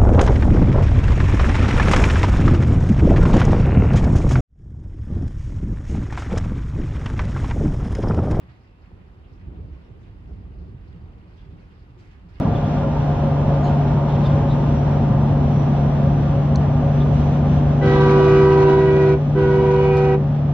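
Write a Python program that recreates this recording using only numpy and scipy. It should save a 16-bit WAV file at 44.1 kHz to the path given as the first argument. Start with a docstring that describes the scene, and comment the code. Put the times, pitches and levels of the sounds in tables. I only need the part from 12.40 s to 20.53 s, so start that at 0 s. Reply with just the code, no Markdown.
"""A diesel truck runs alongside on a highway, heard from a moving car. From the start its exhaust drones
over tyre roar and wind while the turbo whistle climbs; small squeaks, chirps and later ticks sound in
the car. After 3 s the howl of the drive tyres drops behind. At 5.4 s and 6.9 s the driver pulls the air
horn: three reed trumpets sound a chord whose partials swell and fade as the paths between the vehicles
shift. Meanwhile the turbo runs down and the road noise eases."""
import sys
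import numpy as np
from scipy import signal
from scipy.fft import irfft, next_fast_len
from scipy.io import wavfile
from scipy.ndimage import uniform_filter1d

SR = 44100
rng = np.random.default_rng(int(sys.argv[2]) if len(sys.argv) > 2 else 0)


def transcribe(u):
    """Save the signal u as a 16-bit wav file named by the first command-line argument.

    u: samples, shape (n,) or (channels, n), limited to [-1, 1]; the rate is SR.
    q: integer samples, one column per channel.
    """
    v = np.clip(np.atleast_2d(u).T, -1, 1)
    q = np.round(v * 32767).astype(np.int16)
    wavfile.write(sys.argv[1], SR, q)


N = 358533
TIME = np.arange(N) / SR
FREQS = np.maximum(np.fft.rfftfreq(next_fast_len(N, True), 1 / SR), 1)

LOW_HZ, MID_HZ, HIGH_HZ = 319.9, 386.3, 489.9  # the three trumpets
ABREAST_S = 6.1  # the horns are level with the car

# Table levels are relative: each source applies further gains.
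# horn blasts: (valve opens [s], valve shuts [s], softness of the start [0-1])
BLASTS = [(5.411, 6.739, 0.95), (6.949, 7.746, .05)]
# the car crosses one lobe or null of each low partial's field; a row per partial, lowest first:
# (level outside [dB], gain at centre [dB], centre time [s], half-length [s])
LOW_PARTIALS = [(-26, -13, 7.71, 0.63), (-46, 14, 6.5, 0.37), (-33.5, -6.5, 6.72, 0.29),
                (-45.5, 10, 5.8, 0.5), (-50, 6, 6.05, 0.93)]
MID_PARTIALS = [(-17.5, 4, 6.09, .62), (-28.5, -11, 6.91, 0.52), (-47, 16.5, 5.81, 0.4),
                (-36, -15.5, 6.6, 0.16)]
HIGH_PARTIALS = [(-23, -4, 6.58, .37), (-33.5, 7, 5.97, 0.44), (-37.5, -4.5, 7.75, 0.44)]
# spectral envelopes of the upper partials: (frequency [Hz], level [dB])
LOW_BRASS = [(1920, -6), (2240, -11.5), (2560, -13.5), (2880, -19), (3200, -16), (3520, -22.5), (3830, -19),
             (4160, -23.5), (4500, -27.5), (6000, -32), (7400, -45.5)]
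MID_BRASS = [(1930, -4.5), (2320, -8.5), (2700, -13), (3100, -23), (3470, -18), (3860, -14), (4250, -22.5),
             (4630, -27.5), (5800, -39.5), (7400, -51)]
HIGH_BRASS = [(1960, -6), (2450, -7), (2940, -8.8), (3430, -19), (3920, -16.5), (4400, -24), (5400, -27.5),
              (7400, -46)]
# bands of partials that briefly swell or fade:
# (frequency [Hz], half-width [Hz], gain [dB], centre time [s], half-length [s])
HORN_SWELLS = [(320, 30, 3.5, 7.0, .08), (386, 25, 2, 6.0, .12), (490, 30, 0, 5.8, .12),
               (490, 30, 1.5, 7.3, .15), (772, 50, -6, 5.92, 0.15), (772, 50, 0, 5.65, .2),
               (772, 50, -4.5, 6.52, .07), (772, 50, 2.5, 7.62, .15), (970, 70, -10, 5.45, 0.067),
               (970, 70, -7, 5.94, .07), (970, 70, 3, 6.28, 0.11), (970, 70, 3, 7.3, 0.073),
               (970, 70, -5, 7.67, 0.13), (1278, 50, 5, 7.63, .13), (1460, 35, -4.5, 5.52, .07),
               (1471, 35, -7, 6.13, .06), (1471, 35, -5, 8.2, .1), (1471, 35, 6, 7.07, .06),
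               (1471, 35, -4.5, 7.23, .04), (1540, 50, -10, 5.1, 0.099), (1575, 45, -4.5, 9.5, .07),
               (1550, 50, -8, 7.35, 0.48), (1900, 300, 3.5, 5.52, 0.21), (1940, 150, -4.5, 5.7, 0.12),
               (1940, 100, 4.5, 6.53, 0.15), (1940, 120, 4, 7.72, .05), (2410, 200, -3, 5.46, .1),
               (2450, 60, 4.5, 6.5, .06), (2630, 100, 0.5, 5.98, .13), (2330, 120, -2, 7.1, 0.14),
               (2250, 70, 7.5, 7.35, .4), (2450, 60, 10, 7.6, .22), (2820, 190, 6, 7.55, .22),
               (3880, 110, -5.5, 7.1, .65), (4900, 1200, 2.5, 5.8, .35)]
# air rushing through the horns: (frequency [Hz], density level [dB])
RASP_SPECTRUM = [(200, -46.5), (500, -33.5), (700, -19), (880, -30), (1400, -29.5), (1750, -36.5),
                 (2150, -35.5), (2700, -38.5), (3400, -45.5), (4300, -46.5), (4900, -52.5), (5900, -53),
                 (7200, -68), (8000, -83.5), (15000, -89)]
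# crankshaft speed: (time [s], rate [turns/s])
CRANK_SPEED = [(0, 24.8), (1.2, 24), (3.3, 23.8), (4.3, 24), (5.2, 24.2), (6.2, 24.42), (7.2, 24.3),
               (8.1, 24.1)]
# exhaust drone: (time [s], level [dB])
DRONE_LEVEL = [(0, -25), (1.2, -18.5), (4.2, -18), (5.3, -17), (6.4, -18.5), (8.1, -19)]
# engine orders, swelling as their lobes sweep over the car:
# (multiple of crank rate [1], level [dB], gain at centre [dB], centre time [s], half-length [s])
ENGINE_ORDERS = [(3, -17, 1.5, 2.5, 1), (5, -20.5, 4, 3.3, 1), (6, 0.5, 0, 4, 4),
                 (9, -24.5, 13, 3.15, 0.69), (10, -21.5, 10, 4.3, 1.8), (29, -31.5, 7.5, 1.3, 2.3)]
# turbo whistle: (time [s], frequency [Hz], level [dB])
TURBO_WHISTLE = [(0, 5300, -84), (1.0, 5450, -77.5), (2.2, 5660, -72.5), (3.08, 5776, -75),
                 (3.2, 5795, -63), (3.33, 5830, -76), (3.7, 5900, -78), (4.2, 5980, -79),
                 (4.5, 6020, -70.5), (5.6, 6287, -75), (6.5, 6050, -79.5), (8.1, 5520, -85)]
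# road noise: (time [s], cabin rumble level [dB], tyre roar level [dB])
ROAD_LEVELS = [(0, 0.5, 1.6), (2.2, 0.7, 1.9), (3.2, 0.2, 0.85), (5.3, .5, 1.04), (6.1, -0.5, -3),
               (6.85, -3.5, -3.5), (8.1, -4, -4)]
# cabin rumble, tyre roar and wind: (frequency [Hz], density level [dB])
RUMBLE_SPECTRUM = [(15, -70), (25, -56.5), (42, -49), (58, -43.5), (75, -41.5), (90, -43.5), (112, -41.5),
                   (130, -47), (175, -45), (250, -47), (310, -54), (400, -61.5), (800, -88), (2000, -130)]
ROAR_SPECTRUM = [(120, -81.5), (320, -63.5), (400, -55.5), (470, -60), (620, -57.5), (710, -57.5),
                 (830, -63.5), (950, -66.5), (1100, -68.5), (1400, -74.5), (1750, -78.5), (2600, -91.5),
                 (6000, -130)]
WIND_SPECTRUM = [(300, -97.5), (1400, -74), (2100, -80.5), (2700, -80), (3400, -82), (4200, -89),
                 (5000, -94.5), (5700, -93), (6100, -100), (6600, -102), (7300, -109), (8200, -120),
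                 (10000, -119), (11500, -123), (15000, -127)]
# howl of the truck's drive tyres: (time [s], level [dB])
HOWL_LEVEL = [(0, -45.5), (.9, -37), (3, -39), (4.2, -49), (8.1, -53.5)]
# tread tones: (frequency [Hz], width [Hz], level [dB], level slope [dB/s])
TREAD_TONES = [(551, 18, -37, -0.22), (707, 24, -43, -1.5), (806, 26, -44, -.5), (907, 12, -47.5, -1.1),
               (1016, 14, -50, -0.5), (1193, 24, -51, -0.2), (1402, 36, -56, -1.5)]
# their common drift: (time [s], pitch factor [1])
TREAD_PITCH = [(0, 0.99), (1.8, 1.02), (2.8, .997), (8.1, 1.01)]
# ticks: (time [s], level [dB], frequency [Hz], relative width [1], decay [s], left minus right [dB])
TICKS = [(4.157, -29.5, 4400, 0.14, 0.0023, 3), (4.159, -32, 6040, 0.11, 0.0019, -1),
         (5.461, -45, 5200, 0.25, 0.0025, -2), (7.163, -51, 5800, 0.25, 0.002, 3),
         (7.363, -42, 4200, 0.4, 0.0022, 9), (7.569, -37, 3900, 0.54, 0.003, 10)]
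# squeaks: (time [s], half-length [s], level [dB], frequency [Hz], relative width [1])
SQUEAKS = [(0.167, .035, -51, 3450, .05), (0.256, .025, -48.5, 3400, .08), (1.28, 0.037, -49, 3050, 0.11),
           (1.27, 0.054, -54, 4100, 0.19), (1.255, .06, -61, 6760, 0.093), (1.705, .028, -49.5, 3500, .25),
           (1.752, .02, -48.5, 3380, .28), (1.856, 0.019, -42.5, 3440, .17), (1.865, .045, -57, 4500, .3),
           (1.91, .03, -51, 3400, 0.11), (2.116, 0.037, -48.5, 3800, .13), (4.608, 0.043, -50, 3550, .1),
           (5.66, .03, -49, 2499, .12), (6.125, .018, -43, 2700, .22)]
# chirps: (time [s], half-length [s], level [dB], frequency [Hz], glide [octaves/s])
CHIRPS = [(0.067, 0.012, -32, 940, -27.5), (0.572, 0.0079, -26.5, 905, 0.5), (1.112, .01, -24.5, 662, -19),
          (5.803, .016, -28, 658, -7), (5.874, 0.011, -24, 684, 0)]
# thin whine: (frequency [Hz], level [dB])
WHINE_TONES = [(11860, -88.5), (12150, -87.5)]
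# stereo width of noise: (frequency [Hz], side minus mid [dB])
STEREO_WIDTH = [(60, -28), (200, -16.5), (420, -14.5), (650, -4.5), (1000, -2), (1700, -9), (2600, 0),
                (4200, -1.5), (8000, 13)]


def air_horn():
    """Superposition: three trumpets on one air line sound a rasping chord."""
    low = trumpet(LOW_HZ, LOW_PARTIALS, LOW_BRASS, pan_db=1.5, soft_db=-3.0)
    mid = trumpet(MID_HZ, MID_PARTIALS, MID_BRASS, pan_db=-1.5, soft_db=-6)
    high = trumpet(HIGH_HZ, HIGH_PARTIALS, HIGH_BRASS, pan_db=-3.0, soft_db=-0.5)
    return low + mid + high + rasp()


def trumpet(hz, partials, brass, pan_db, soft_db, warm_up_s=0.24, blare_hz=2400,
            flutter_rad=0.53, ear_rad=1.23, right_lead_s=0.00006):
    """A periodic reed gives a harmonic series; turbulence scatters the shortest waves most."""
    live = TIME > BLASTS[0][0]
    t = TIME[live]
    phase = cycle(hz * horn_pitch() * (1 + 0.0011 * walk(45)))[live]
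    start_db = soft_db * sum(soft * settling(on, warm_up_s) for on, _, soft in BLASTS)
    low_modes = []
    for k, (db, lobe_db, s, half_s) in enumerate(partials, 1):
        # the low partials start together; the lowest ring on longest
        envelope = valve(rise_s=0.014, fall_s=0.03 / k ** 0.67, linger_s=0.0041 / k ** 2)
        low_modes.append((undb(db + start_db / k + lobe_db * lobe(TIME, s, half_s)) * envelope)[live])
    blare = undb(-39.5 - 4 * (t - ABREAST_S))  # falls as the horn mouths turn away
    pressure = valve(rise_s=0.021, fall_s=0.018)[live]
    slow, fast = walk(10), walk(70)
    swells = [(f, half_hz, db * lobe(t, s, half_s)) for f, half_hz, db, s, half_s in HORN_SWELLS]

    def eddies(motion):
        """Decorrelation: each path meets the turbulence at its own random delay."""
        return np.roll(motion, rng.integers(N))[live]

    out = np.zeros((2, N))
    for k in range(1, int(7400 / hz) + 1):
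        partial_hz = k * hz
        scatter = min((partial_hz / 2700) ** 1.5, 2.2)
        shared_phase = k * phase + 2 * np.pi * rng.random() + flutter_rad * scatter * eddies(fast)
        if k <= len(low_modes):
            amplitude = low_modes[k - 1]
        else:  # higher partials need more pressure: they arrive later and leave sooner
            amplitude = undb(spectrum_db(brass, partial_hz)) * blare * pressure ** (partial_hz / blare_hz)
        swell_db = sum(lobe(partial_hz, f, half_hz) * swell for f, half_hz, swell in swells)
        ripple_db = 1.5 * min(partial_hz / 2400, 1) * eddies(slow)
        amplitude = amplitude * undb(swell_db + ripple_db)
        sides = pan(pan_db if partial_hz < 1200 else 0.5)
        for ear in range(2):
            fade = sides[ear] * undb(2.8 * min(scatter, 1) * eddies(slow))
            lead = ear * 2 * np.pi * partial_hz * right_lead_s
            wander = scatter * (ear_rad * eddies(slow) + flutter_rad * eddies(fast))
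            out[ear, live] += amplitude * fade * np.sin(shared_phase + lead + wander)
    return np.sqrt(2) * out


def valve(rise_s, fall_s, linger_s=0):
    """Exponential relaxation: horn pressure (0-1) builds as the valve opens and drains once it shuts."""
    return sum((1 - np.exp(-np.maximum(TIME - on, 0) / rise_s))
               * np.exp(-np.maximum(TIME - off - linger_s, 0) / fall_s) for on, off, _ in BLASTS)


def horn_pitch(sharp=0.01998, settle_s=0.0583, sink_per_s=0.0013):
    """Onset transient: each blast starts sharp; the pitch factor also sinks as the vehicles draw level."""
    onsets = sum(settling(on, settle_s) for on, _, _ in BLASTS)
    return 1 + sharp * onsets - sink_per_s * (TIME - ABREAST_S)


def rasp(puff_depth=0.96):
    """Amplitude modulation: each reed releases its rushing air in puffs, once a cycle."""
    puffs = sum(np.exp(puff_depth * np.cos(cycle(hz * horn_pitch()))) for hz in (LOW_HZ, MID_HZ, HIGH_HZ))
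    level_db = -39 - 5 * (TIME - ABREAST_S)  # falls as the horn mouths turn away
    level_db += 4 * lobe(TIME, 7.6, 0.27)  # a late swell
    air = wide_noise(RASP_SPECTRUM) * valve(rise_s=0.046, fall_s=0.012) * undb(level_db + 2 * walk(60))
    return air * puffs / np.sqrt(np.mean(puffs ** 2))


def engine(waver_db=2.5, slip_rad=0.33):
    """Harmonics of rotation: six cylinders fire three times a turn; the exhaust booms on order six."""
    crank_angle, out = cycle(curves(CRANK_SPEED)[0]), 0
    for order, order_db, lobe_db, s, half_s in ENGINE_ORDERS:
        unsteady = order_db < -6  # only the weaker orders waver
        slip = unsteady * slip_rad * walk(7) + 2 * np.pi * rng.random()
        level_db = order_db + lobe_db * lobe(TIME, s, half_s) + unsteady * waver_db * walk(6)
        out += undb(level_db) * np.sin(order * crank_angle + slip)
    return np.sqrt(2) * out * undb(curves(DRONE_LEVEL)[0]) * pan(1.0)


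def turbo(gain_db=6.0, jitter_hz=42):
    """A rotor's tone follows its speed: the whistle rises while the truck pulls, then runs down."""
    hz, db = curves(TURBO_WHISTLE)
    ears = [undb(db + gain_db + 3 * walk(12)) * np.sin(cycle(hz + jitter_hz * walk(250)))
            for _ in range(2)]
    return np.sqrt(2) * np.array(ears)


def road(howl_hz=880, wind_db=-3.5):
    """Incoherent sources add in power: cabin rumble, tyre roar, tread, drive-tyre howl and wind."""
    rumble_db, roar_db = curves(ROAD_LEVELS)
    rumble = wide_noise(RUMBLE_SPECTRUM) * undb(rumble_db + 0.48 * walk(14)) * pan(0.5)
    roar = wide_noise(ROAR_SPECTRUM) * undb(roar_db + 0.56 * walk(11)) * pan(-0.64)
    howl = noise(resonance(howl_hz, width_hz=240)) * undb(curves(HOWL_LEVEL)[0] + walk(15))
    wind = wide_noise(WIND_SPECTRUM) * undb(wind_db + roar_db + 0.72 * walk(15)) * pan(-0.3)
    return rumble + roar + tread() * undb(roar_db) + howl + wind


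def tread(reference_s=1.9):
    """Repeated impacts of tread blocks give narrow, unsteady tones that fade as the wheels drop behind."""
    out, pitch = 0, curves(TREAD_PITCH)[0]
    for hz, width_hz, db, db_per_s in TREAD_TONES:
        phase = cycle(hz * pitch)
        band = walk(width_hz) * np.sin(phase) + walk(width_hz) * np.cos(phase)
        out += undb(db + db_per_s * (TIME - reference_s)) * band
    return out


def ticks(contact_s=0.00028):
    """Damped resonance: small hard contacts in the car ring and decay exponentially."""
    out = np.zeros((2, N))
    for s, db, hz, width, decay_s, pan_db in TICKS:
        age = np.maximum(TIME - s, 0)
        ring = (1 - np.exp(-(age / contact_s) ** 2)) * np.exp(-age / decay_s)
        out += undb(db) * ring * noise(resonance(hz, width * hz)) * pan(pan_db)
    return out


def squeaks(scratch_db=2.0):
    """Random amplitude modulation makes faint bursts of narrow-band noise sound scratchy."""
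    out, scratch = 0, undb(scratch_db * walk(120))
    for s, half_s, db, hz, width in SQUEAKS:
        envelope = np.exp(-2 * ((TIME - s) / half_s) ** 2)
        out += undb(db) * envelope * scratch * noise(resonance(hz, width * hz))
    return out


def chirps():
    """Frequency sweeps under Gaussian envelopes: short low chirps close by."""
    out = 0
    for s, half_s, db, hz, octaves_per_s in CHIRPS:
        glide = 2 ** (octaves_per_s * np.clip(TIME - s, -half_s, half_s))
        envelope = np.exp(-((TIME - s) / half_s) ** 2)
        out += undb(db) * envelope * np.sin(cycle(hz * glide))
    return np.sqrt(2) * out


def whine():
    """Two very faint, high pure tones of constant frequency waver in level."""
    tones = (undb(db + 1.5 * walk(5)) * np.sin(2 * np.pi * hz * TIME) for hz, db in WHINE_TONES)
    return np.sqrt(2) * sum(tones)


def wide_noise(spectrum):
    """Interaural coherence: long waves reach both ears alike, short ones differ."""
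    mid_gain = undb(spectrum_db(spectrum, FREQS))
    side_gain = mid_gain * undb(spectrum_db(STEREO_WIDTH, FREQS))
    mid, side = (noise(g) * np.sqrt(np.mean(g ** 2) * SR / 2) for g in (mid_gain, side_gain))
    return mid + side * np.array([[1], [-1]])


def noise(gain):
    """Fourier synthesis of noise with rms 1, shaped by a gain at each frequency."""
    x = irfft(gain * (rng.standard_normal(len(FREQS)) + 1j * rng.standard_normal(len(FREQS))))[:N]
    return x / x.std()


def resonance(hz, width_hz):
    """Frequency response of a steep resonance."""
    return 1 / (1 + ((FREQS ** 2 - hz ** 2) / (FREQS * width_hz)) ** 2)


def walk(rate_hz):
    """Smooth random fluctuation with a spread near 1."""
    knots = np.arange(int(N / SR * rate_hz) + 3)
    x = np.interp(TIME * rate_hz + rng.random(), knots, rng.standard_normal(len(knots)))
    return 1.3 * uniform_filter1d(x, max(int(SR / rate_hz / 2), 1))


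def lobe(x, centre, half):
    """A flat-topped lobe: 1 at the centre, 0.5 at a distance of half."""
    return 1 / (1 + np.square(np.square((x - centre) / half)))


def settling(on, settle_s):
    """Exponential decay from 1 as the valve opens."""
    return (TIME >= on) * np.exp(-np.maximum(TIME - on, 0) / settle_s)


def cycle(hz):
    """Phase in radians, the integral of frequency."""
    return 2 * np.pi * np.cumsum(hz) / SR


def curves(table):
    """Linear interpolation of a table's columns in time."""
    s, *columns = np.transpose(table)
    return [np.interp(TIME, s, column) for column in columns]


def spectrum_db(spectrum, hz):
    """Interpolation of level on a log-frequency axis."""
    f, db = np.transpose(spectrum)
    return np.interp(np.log(hz), np.log(f), db)


def pan(db):
    """Interaural level difference as left and right gains."""
    return undb(np.array([[db], [-db]]) / 2)


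def undb(db):
    """Decibels to amplitude ratio."""
    return 10 ** (np.asarray(db) / 20)


def scene():
    """Superposition of all sources at the car's side window."""
    return engine() + turbo() + road() + air_horn() + ticks() + squeaks() + chirps() + whine()


def record(dry, cutoff_hz=15700):
    """A steep low-pass filter removes the highest treble."""
    return signal.sosfilt(signal.ellip(8, 0.2, 70, cutoff_hz, fs=SR, output="sos"), dry)


dry = scene()
out = record(dry)
transcribe(out)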